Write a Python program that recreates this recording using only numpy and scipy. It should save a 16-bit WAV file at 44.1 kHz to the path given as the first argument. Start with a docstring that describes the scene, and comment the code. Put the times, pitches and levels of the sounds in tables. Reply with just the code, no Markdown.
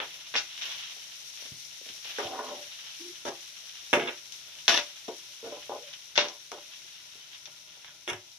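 """Chopped onions and tomatoes sizzle gently in a non-stick pan on a hob, as clumps of short noise puffs.
Turned pieces crackle wetly and tumble softly. A metal spoon knocks, scrapes and rubs: pushes and slips ring
damped pan modes and a dense noise tail; wavering sines give its low groans and the pan's ring near 585 Hz.
Behind it lies the low rush of the hob fan and the small kitchen, shaped from noise.
Held above the pan, a phone hears all this through two differently coloured microphone ports."""
import sys
import numpy as np
from scipy import signal
from scipy.fft import rfft, irfft
from scipy.io import wavfile
from scipy.ndimage import uniform_filter1d, minimum_filter1d

SR = 44100
rng = np.random.default_rng(int(sys.argv[2]) if len(sys.argv) > 2 else 0)


def int16_out(signal):
    """Quantize to a 16-bit WAV file."""
    q = np.round(np.clip(np.atleast_2d(signal).T, -1, 1) * 32767)
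    wavfile.write(sys.argv[1], SR, q.astype(np.int16))


N = 369557
TIME = np.arange(N) / SR
RING_SAMPLES = int(.5 * SR)

# pan modes, t60 before the spoon damps them: f/Hz, relative level/dB, t60/s
PAN_MODES = [(110, -13, 0.3), (148, 0.5, 0.34), (258.3, 0, 0.28), (279, -3.5, 0.32), (345.8, -5.5, 0.67),
             (365.4, -1, 0.34), (437, 3, 0.23), (586, 2, 0.41), (678, -1, 0.26), (766, -6.5, 0.44),
             (823.5, -2, 0.3), (938.5, 2, 0.18), (1018, -5, 0.24), (1304, -4, 0.17), (1465, 0.5, 0.18),
             (1655, -2.5, 0.25), (2075, -9, 0.55), (2227, -1, 0.2), (2365, -12, 0.16), (2796, 6, 0.096),
             (3468, 25.5, 0.011), (3604, -4.5, 0.23), (4570, -30, 0.2)]

HISS_DB, CRACKLE_DB = 11.5, 10.5  # steam hiss and resting crackle, over the sizzle level
RESTLESS_DB, RESTLESS_RATE = 1, 3.6  # the crackle wanders as pieces settle; changes per s
TURN_ATTACK_S, TURN_RELEASE_S = 0.045, 0.056  # linear rise, then time constant of the calming

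SLIP_RATE, SLIP_SPREAD_DB = 1200, 3.5  # slips per s in a drag, and how unequal they are
DRAG_EASE_DB, DRAG_DULLING = 8.5, 0.98  # fall along a drag; its high edge as a share of the blow's
GRIP_DB, GRIP_RATE = 2, 90.6  # the edge catches and lets go along a drag; changes per s
TONE_WAVER_HZ = 15.7  # how far the pitch of a pan tone wanders
SPOON_DAMPING_T60_S = 0.64  # the spoon stays on the pan and damps its modes
BARE_TOP_HZ = 12100  # top of the bare metal's bright edge
SPOT_WIDTH = 0.016  # relative width of a favoured ring
MODE_SCATTER_DB, MODES_DB = 2, -18.5  # chance per contact; modes against clatter

KITCHEN_DB = -66.5
PEAK_LIMIT, TOP_HZ = .82, 15400


def frying():
    """A fine even hiss from the hot base; wet pieces crackle and tumble softly where they are turned over."""
    # steam hiss: f/Hz, level/dB
    hiss_spectrum = [(500, -41), (1200, -29), (2200, -6.5), (3000, -10.5), (3700, 0), (4600, -3.5),
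                     (6500, -5), (9500, -11), (12500, -17), (15000, -16.5)]
    # wet crackle: f/Hz, level/dB
    crackle_spectrum = [(300, -33), (800, -8.5), (1400, -6.5), (2200, -2), (3000, 6.5), (3700, 5.5),
                        (4500, -5), (7000, -12.5), (14000, -58)]
    # soft pieces falling over each other: f/Hz, level/dB
    tumble_spectrum = [(40, -8), (120, -8), (250, -10.5), (380, -3.5), (650, 5), (1000, -17), (2500, -11)]
    # the sizzle builds, then sinks as the wet tomato cools the pan: t/s, level/dB
    sizzle = [(0.0, -62.5), (0.79, -59.5), (1.68, -59), (5.58, -62.5), (6.28, -64.5), (6.84, -63.5),
              (8.38, -68)]
    # the spoon turns a heap over onto hot metal: t/s, length/s, wet crackle level/dB, soft tumbling level/dB
    turns = [(0.0, 0.13, -51.5, -56.5), (0.5, 0.22, -45.5, -78), (0.637, 0.11, -39, -56),
             (0.75, 0.17, -45, -82), (1.415, 0.048, -47, -59), (1.86, 0.038, -48, -58),
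             (2.055, 0.053, -39.5, -52), (2.175, 0.084, -40.5, -62), (2.713, 0.19, -50, -88),
             (5.61, 0.021, -47, -62), (5.896, 0.019, -49.5, -65), (6.94, 0.43, -54.5, -73)]

    hiss = bursts(hiss_spectrum, rate=5600, spread_db=3.0, clump_db=1.27, clump_rate=54,
                  wall_db=-28, room_db=-16)
    crackle = bursts(crackle_spectrum, rate=1700, spread_db=3.5, clump_db=2.5, clump_rate=110,
                     wall_db=-11, room_db=-25.0)
    tumble = bursts(tumble_spectrum, rate=140, spread_db=0.5, clump_db=3.5, clump_rate=28,
                    wall_db=-5, room_db=-46)

    heat = undb(np.interp(TIME, *np.transpose(sizzle)))
    crackle_level = heat * undb(CRACKLE_DB + RESTLESS_DB * walk(RESTLESS_RATE))
    tumble_level = crackle_level * undb(-15)
    for s, length, crackle_db, tumble_db in turns:
        turn = flare(s, length)
        # hypot adds the powers
        crackle_level = np.hypot(crackle_level, undb(crackle_db) * turn)
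        tumble_level = np.hypot(tumble_level, undb(tumble_db) * turn)
    return hiss * heat * undb(HISS_DB) + crackle * crackle_level + tumble * tumble_level


def bursts(spectrum, rate, spread_db, clump_db, clump_rate, wall_db, room_db):
    """Clumps of bursts: each is a puff of noise with tails from the pan wall and the kitchen; rms 1."""
    pops = clicks(N, rate, spread_db) * undb(clump_db * walk(clump_rate))
    puff = fade(0.0029) + undb(wall_db) * fade(0.19) + undb(room_db) * fade(0.46)
    power = np.maximum(signal.fftconvolve(pops ** 2, puff ** 2)[:N], 0)
    sound = colour(diffuse(N) * np.sqrt(power), spectrum)
    return sound / rms(sound)


def flare(s, length):
    """A turned heap flares up quickly just before s, holds for its length and calms down."""
    attack = np.clip((TIME - s) / TURN_ATTACK_S + 1, 0, 1)
    return attack * np.exp(-np.maximum(TIME - s - length, 0) / TURN_RELEASE_S)


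def spoon():
    """Each stroke is one push and a train of uneven slips; bumps are dull pushes, pan tones wavering sines."""
    # dense ring of pan, spoon and worktop: f/Hz, level/dB
    clatter_spectrum = [(30, -60.5), (100, 11.5), (200, -7.5), (400, 5.5), (900, -1.5), (1400, -3.5),
                        (3700, 2), (4500, -4), (6500, -5), (9000, -9.5), (15000, -22)]
    # The spoon strikes the pan, then drags on; food between makes it dull, bare metal adds a bright edge:
    # t/s, blow level/dB, drag length/s, drag level/dB, low edge f/Hz, high edge f/Hz,
    # share of bare metal/dB, lower and upper ring that the spot favours f/Hz, their gain/dB
    strokes = [(0.001, -33.5, 0.042, -39, 400, 3400, -26, 276, 1290, 4),
               (0.34, -36.5, 0.022, -31, 403, 4400, -47, 583, 940, 1.5),
               (0.362, -32, 0.033, -29, 1630, 6070, -31, 1472, 2805, 7.5),
               (2.185, -32.5, 0.024, -32.5, 340, 1910, -15.5, 432, 2210, 14),
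               (2.229, -37, 0.13, -40, 403, 1000, -28, 431, 770, 13),
               (2.334, -41, 0.2, -39, 370, 1140, -30, 770, 1472, 6),
               (2.492, -47, 0.11, -42, 390, 910, -29, 583, 1290, 11),
               (3.252, -36.5, 0.044, -34.5, 292, 1460, -17, 583, 940, 2.5),
               (3.93, -22.5, 0.046, -21.5, 241, 3050, -15, 366, 583, 9),
               (3.973, -27, 0.11, -33.5, 243, 845, -44, 366, 430, 6.5),
               (3.985, -53, 0.087, -37.5, 1200, 3080, -21, 1640, 2210, 9),
               (4.072, -43, 0.029, -33.5, 300, 3000, -32, 366, 2380, -6),
               (4.322, -47.5, 0.019, -55, 5170, 9000, -30, 3568, 4603, -9),
               (4.68, -18, 0.12, -24.5, 527, 6800, -7, 675, 3568, 11),
               (5.081, -39, 0.032, -37, 360, 800, -24.5, 583, 675, 2),
               (5.429, -53, 0.11, -43.5, 248, 980, -24.5, 432, 1472, 10.5),
               (5.512, -50, 0.08, -41.5, 394, 1040, -22, 583, 1015, 14),
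               (5.695, -35.5, 0.091, -38.5, 400, 895, -42, 583, 675, 6),
               (6.156, -38, 0.019, -35.5, 1150, 6000, -34, 1472, 3568, -14),
               (6.177, -17.5, 0.095, -32, 350, 5100, -48, 583, 2805, 9),
               (6.2, -45, 0.16, -46, 480, 1100, -35, 567, 1010, 7),
               (6.284, -42, 0.009, -55, 3000, 6500, -35, 2805, 3568, 0),
               (6.517, -39, 0.074, -46.5, 430, 1430, -13.5, 583, 675, 4),
               (7.456, -47.5, 0.015, -52, 2570, 6200, -35, 940, 3568, -7),
               (7.845, -49.5, 0.077, -57, 910, 3600, -32, 940, 2020, -13),
               (8.077, -35.5, 0.033, -33.5, 350, 3510, -9, 366, 2380, 14),
               (8.132, -39, .022, -51.5, 340, 3480, -8, 366, 770, 9)]
    # dull bumps, as food lands or the pan rocks on the hob: t/s, level/dB, low edge f/Hz, high edge f/Hz
    bumps = [(0.676, -53.5, 600, 1000), (0.964, -59, 550, 800), (1.424, -59, 250, 700),
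             (1.451, -57, 200, 704), (1.518, -46, 110, 199), (1.812, -55, 400, 560),
             (1.863, -56.5, 250, 600), (1.897, -58, 100, 400), (2.052, -56.5, 550, 750),
             (2.247, -49, 90, 170), (6.846, -66, 300, 450), (7.153, -61, 300, 450), (7.475, -57, 550, 880),
             (7.769, -61, 500, 900), (8.115, -47, 70.4, 142)]
    # wavering pan tones: low groans of the rubbing spoon, and the pan's own ring near 585 Hz:
    # t/s, length/s, level/dB, first f/Hz, last f/Hz
    tones = [(2.52, .12, -53, 584, 584), (2.99, .145, -47.5, 315, 362), (5.425, .07, -41.5, 490, 435),
             (5.715, .085, -42, 590, 584), (5.79, .05, -53, 450, 480), (5.82, .09, -53, 586, 584)]

    out = np.zeros((2, N))
    clatter = colour(diffuse(N), clatter_spectrum)
    push = np.ones(1)
    for (s, blow_db, length, drag_db, low_hz, high_hz, bare_db,
         ring_hz, upper_ring_hz, ring_db) in strokes:
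        favoured = spot([ring_hz, upper_ring_hz], ring_db)
        blow = pan_sound(push, clatter, blow_db, low_hz, high_hz, bare_db, favoured)
        add(out, s, blow)
        scrape = pan_sound(drag(length), clatter, drag_db, low_hz, DRAG_DULLING * high_hz,
                           bare_db, favoured)
        add(out, s, scrape)
    for s, db, low_hz, high_hz in bumps:
        add(out, s, pan_sound(push, clatter, db, low_hz, high_hz, bare_db=-39, spot_db=-2))
    for s, length, db, first_hz, last_hz in tones:
        add(out, s, undb(db) * pan_tone(length, first_hz, last_hz))
    return out


def drag(length):
    """Uneven slips of the spoon's edge, which catches and lets go, weaker as the hand eases off."""
    slips = clicks(RING_SAMPLES, SLIP_RATE, SLIP_SPREAD_DB)[:int(length * SR)]
    ease_db = DRAG_EASE_DB * np.linspace(0, 1, len(slips))
    grip_db = GRIP_DB * walk(GRIP_RATE)[:len(slips)] - ease_db
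    return slips * signal.windows.tukey(len(slips), .2) * undb(grip_db)


def pan_tone(length, first_hz, last_hz):
    """A sine whose pitch and level waver, blurred by the room; rms 1."""
    count = int(length * SR)
    hz = np.linspace(first_hz, last_hz, count) + TONE_WAVER_HZ * walk(148)[:count]
    level = signal.windows.tukey(count, .4) * undb(2.8 * walk(110)[:count])
    tone = level * np.sin(2 * np.pi * np.cumsum(hz) / SR)
    paths = undb(-38) * diffuse(RING_SAMPLES) * fade(0.24)
    paths[:, 0] += 1  # the direct sound
    sound = signal.fftconvolve(tone[None], paths, axes=-1)
    return sound / rms(sound[:, :count])


def spot(rings_hz, db):
    """Extra dB for each mode: the place of contact favours those near some pitches."""
    apart = np.log(np.array(PAN_MODES)[:, :1] / np.array(rings_hz)) / SPOT_WIDTH
    return db * np.exp(-apart ** 2).max(axis=1)


def pan_sound(force, clatter, db, low_hz, high_hz, bare_db, spot_db):
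    """A force rings the pan; the spot weights the modes and the contact sets the band that is excited."""
    scatter_db = MODE_SCATTER_DB * rng.standard_normal(len(PAN_MODES))
    modes = pan_modes(force, spot_db + scatter_db)

    i = rng.integers(N - RING_SAMPLES)
    decay = undb(8) * fade(.014) + fade(.2) + undb(-32) * fade(.55)  # crack, ring, long tail
    dense = clatter[:, i:i + RING_SAMPLES] * decay
    full = signal.fftconvolve(force[None], dense, axes=-1) + undb(MODES_DB) * modes

    bare = undb(bare_db) * band(full, "low", BARE_TOP_HZ, order=4)
    contact = band(band(full, "low", high_hz, order=4) + bare, "high", low_hz, order=2)
    # the pan's weight shifts on the hob
    thud = undb(-18.5) * band(band(full, "low", 240, order=4), "high", 47, order=2)
    sound = contact + thud
    loud = len(force) + int(.02 * SR)  # the level is set over the contact and 20 ms more
    return sound * undb(db) / rms(sound[:, :loud])


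def pan_modes(force, gains_db):
    """The modes share a force's energy; higher ones reach the two ports further out of step."""
    force, out = np.pad(force, (0, RING_SAMPLES - 1)), 0
    for (hz, db, t60), gain_db in zip(PAN_MODES, gains_db):
        loss = np.log(1000) * (1 / t60 + 1 / SPOON_DAMPING_T60_S) / SR
        # a complex one-pole resonator
        ring = signal.lfilter([1], [1, -np.exp(2j * np.pi * hz / SR - loss)], force)
        size = undb(db + gain_db) * rms(force) / rms(np.abs(ring)) / np.sqrt(2 * loss)
        lag = min(hz / 1300, 2) * np.array([[.7], [0]])  # radians at left, right
        out = out + (size * np.exp(-1j * lag) * ring).imag
    return out


def kitchen():
    """The low, slightly wavering rush of the hob's fan and the room, as coloured noise."""
    # hob fan and kitchen: f/Hz, level/dB
    kitchen_spectrum = [(15, -97), (25, -54), (50, -7.5), (102, -4), (157, 1.5), (199, -10), (310, -8),
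                        (381, -5.5), (539, -19), (593, -1), (717, -14.5), (1000, -5.5), (1100, -29),
                        (1430, -4.5), (2420, -120)]
    rush = colour(diffuse(N), kitchen_spectrum) * undb(1.5 * walk(9))
    return rush * undb(KITCHEN_DB) / rms(rush)


def diffuse(count):
    """Noise at the two ports: more alike in the bass than in the treble."""
    # how unlike the two ports hear a diffuse field: f/Hz, side level/dB
    width = [(40, -5), (200, -15), (500, -10), (1000, -8), (1600, -1)]
    mid, side = rng.standard_normal((2, count))
    side = colour(side, width)
    return np.array([np.roll(mid + side, 2), mid - side])  # the left port is a little further away


def clicks(count, rate, spread_db):
    """Randomly timed clicks of either sign, many small and a few large."""
    size = undb(spread_db * np.minimum(rng.exponential(size=count), 6))
    return (rng.random(count) < rate / SR) * size * rng.choice([-1, 1], count)


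def walk(rate):
    """Random levels held 1 / rate s and slewed; spread near 1."""
    k = max(int(SR / rate), 1)
    held = np.repeat(rng.standard_normal(N // k + 1), k)
    return np.sqrt(3 / 2) * uniform_filter1d(held, k)[:N]  # the root restores the spread


def fade(t60):
    """Exponential decay by 60 dB in t60 s, over the length of a ring."""
    return np.exp(-np.log(1000) * TIME[:RING_SAMPLES] / t60)


def colour(x, points):
    """Causal minimum-phase filter through (Hz, dB) points, from the cepstrum of its log gain."""
    size = 4096
    hz, db = np.transpose(points)
    f = np.maximum(np.arange(size // 2 + 1) * SR / size, 1)
    gain = undb(np.interp(np.log(f), np.log(hz), db))
    cepstrum = irfft(np.log(gain))
    # fold the cepstrum onto positive times
    cepstrum[1:size // 2] *= 2
    cepstrum[size // 2 + 1:] = 0
    response = irfft(np.exp(rfft(cepstrum)))
    response = response.reshape((1,) * (x.ndim - 1) + (-1,))
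    return signal.fftconvolve(x, response, axes=-1)[..., :x.shape[-1]]


def band(x, kind, hz, order):
    """Butterworth low-pass or high-pass, its edge kept at or below SR / 3."""
    return signal.sosfilt(signal.butter(order, min(hz, SR / 3), kind, fs=SR, output="sos"), x)


def add(out, s, sound):
    """Mix a sound in at a time in s."""
    i = max(int(s * SR), 0)
    out[:, i:i + sound.shape[-1]] += sound[..., :N - i]


def undb(db):
    """Amplitude factor of a level in dB."""
    return 10 ** (np.asarray(db) / 20)


def rms(x):
    """Root mean square, kept above zero."""
    return np.sqrt(np.mean(x ** 2) + 1e-20)


def scene():
    """Frying, spoon and kitchen sound together."""
    return frying() + spoon() + kitchen()


def record(dry):
    """Each port has its own resonance; the phone limits the loudest peaks and cuts the top."""
    # microphone ports: f/Hz, left level/dB, right level/dB
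    port_response = [(536, -3, -2.5), (1520, 2, 1.5), (3370, 0, 0.5), (4865, 2.5, -3), (5710, 13, -4.5),
                     (6960, 0.5, -2.5), (8200, -10.5, -4.5), (9000, -7, 2.5), (12560, 1, 4.5),
                     (15500, -10, -7.5)]
    ports = np.array(port_response)
    heard = np.array([colour(dry[k], ports[:, [0, k + 1]]) for k in range(2)])
    peak = np.abs(heard).max(axis=0)
    gain = PEAK_LIMIT / np.maximum(peak, PEAK_LIMIT)
    smooth_gain = uniform_filter1d(minimum_filter1d(gain, size=65), size=65)
    top_cut = signal.ellip(10, .2, 70, TOP_HZ, fs=SR, output="sos")
    return signal.sosfilt(top_cut, heard * smooth_gain)


dry = scene()
out = record(dry)
int16_out(out)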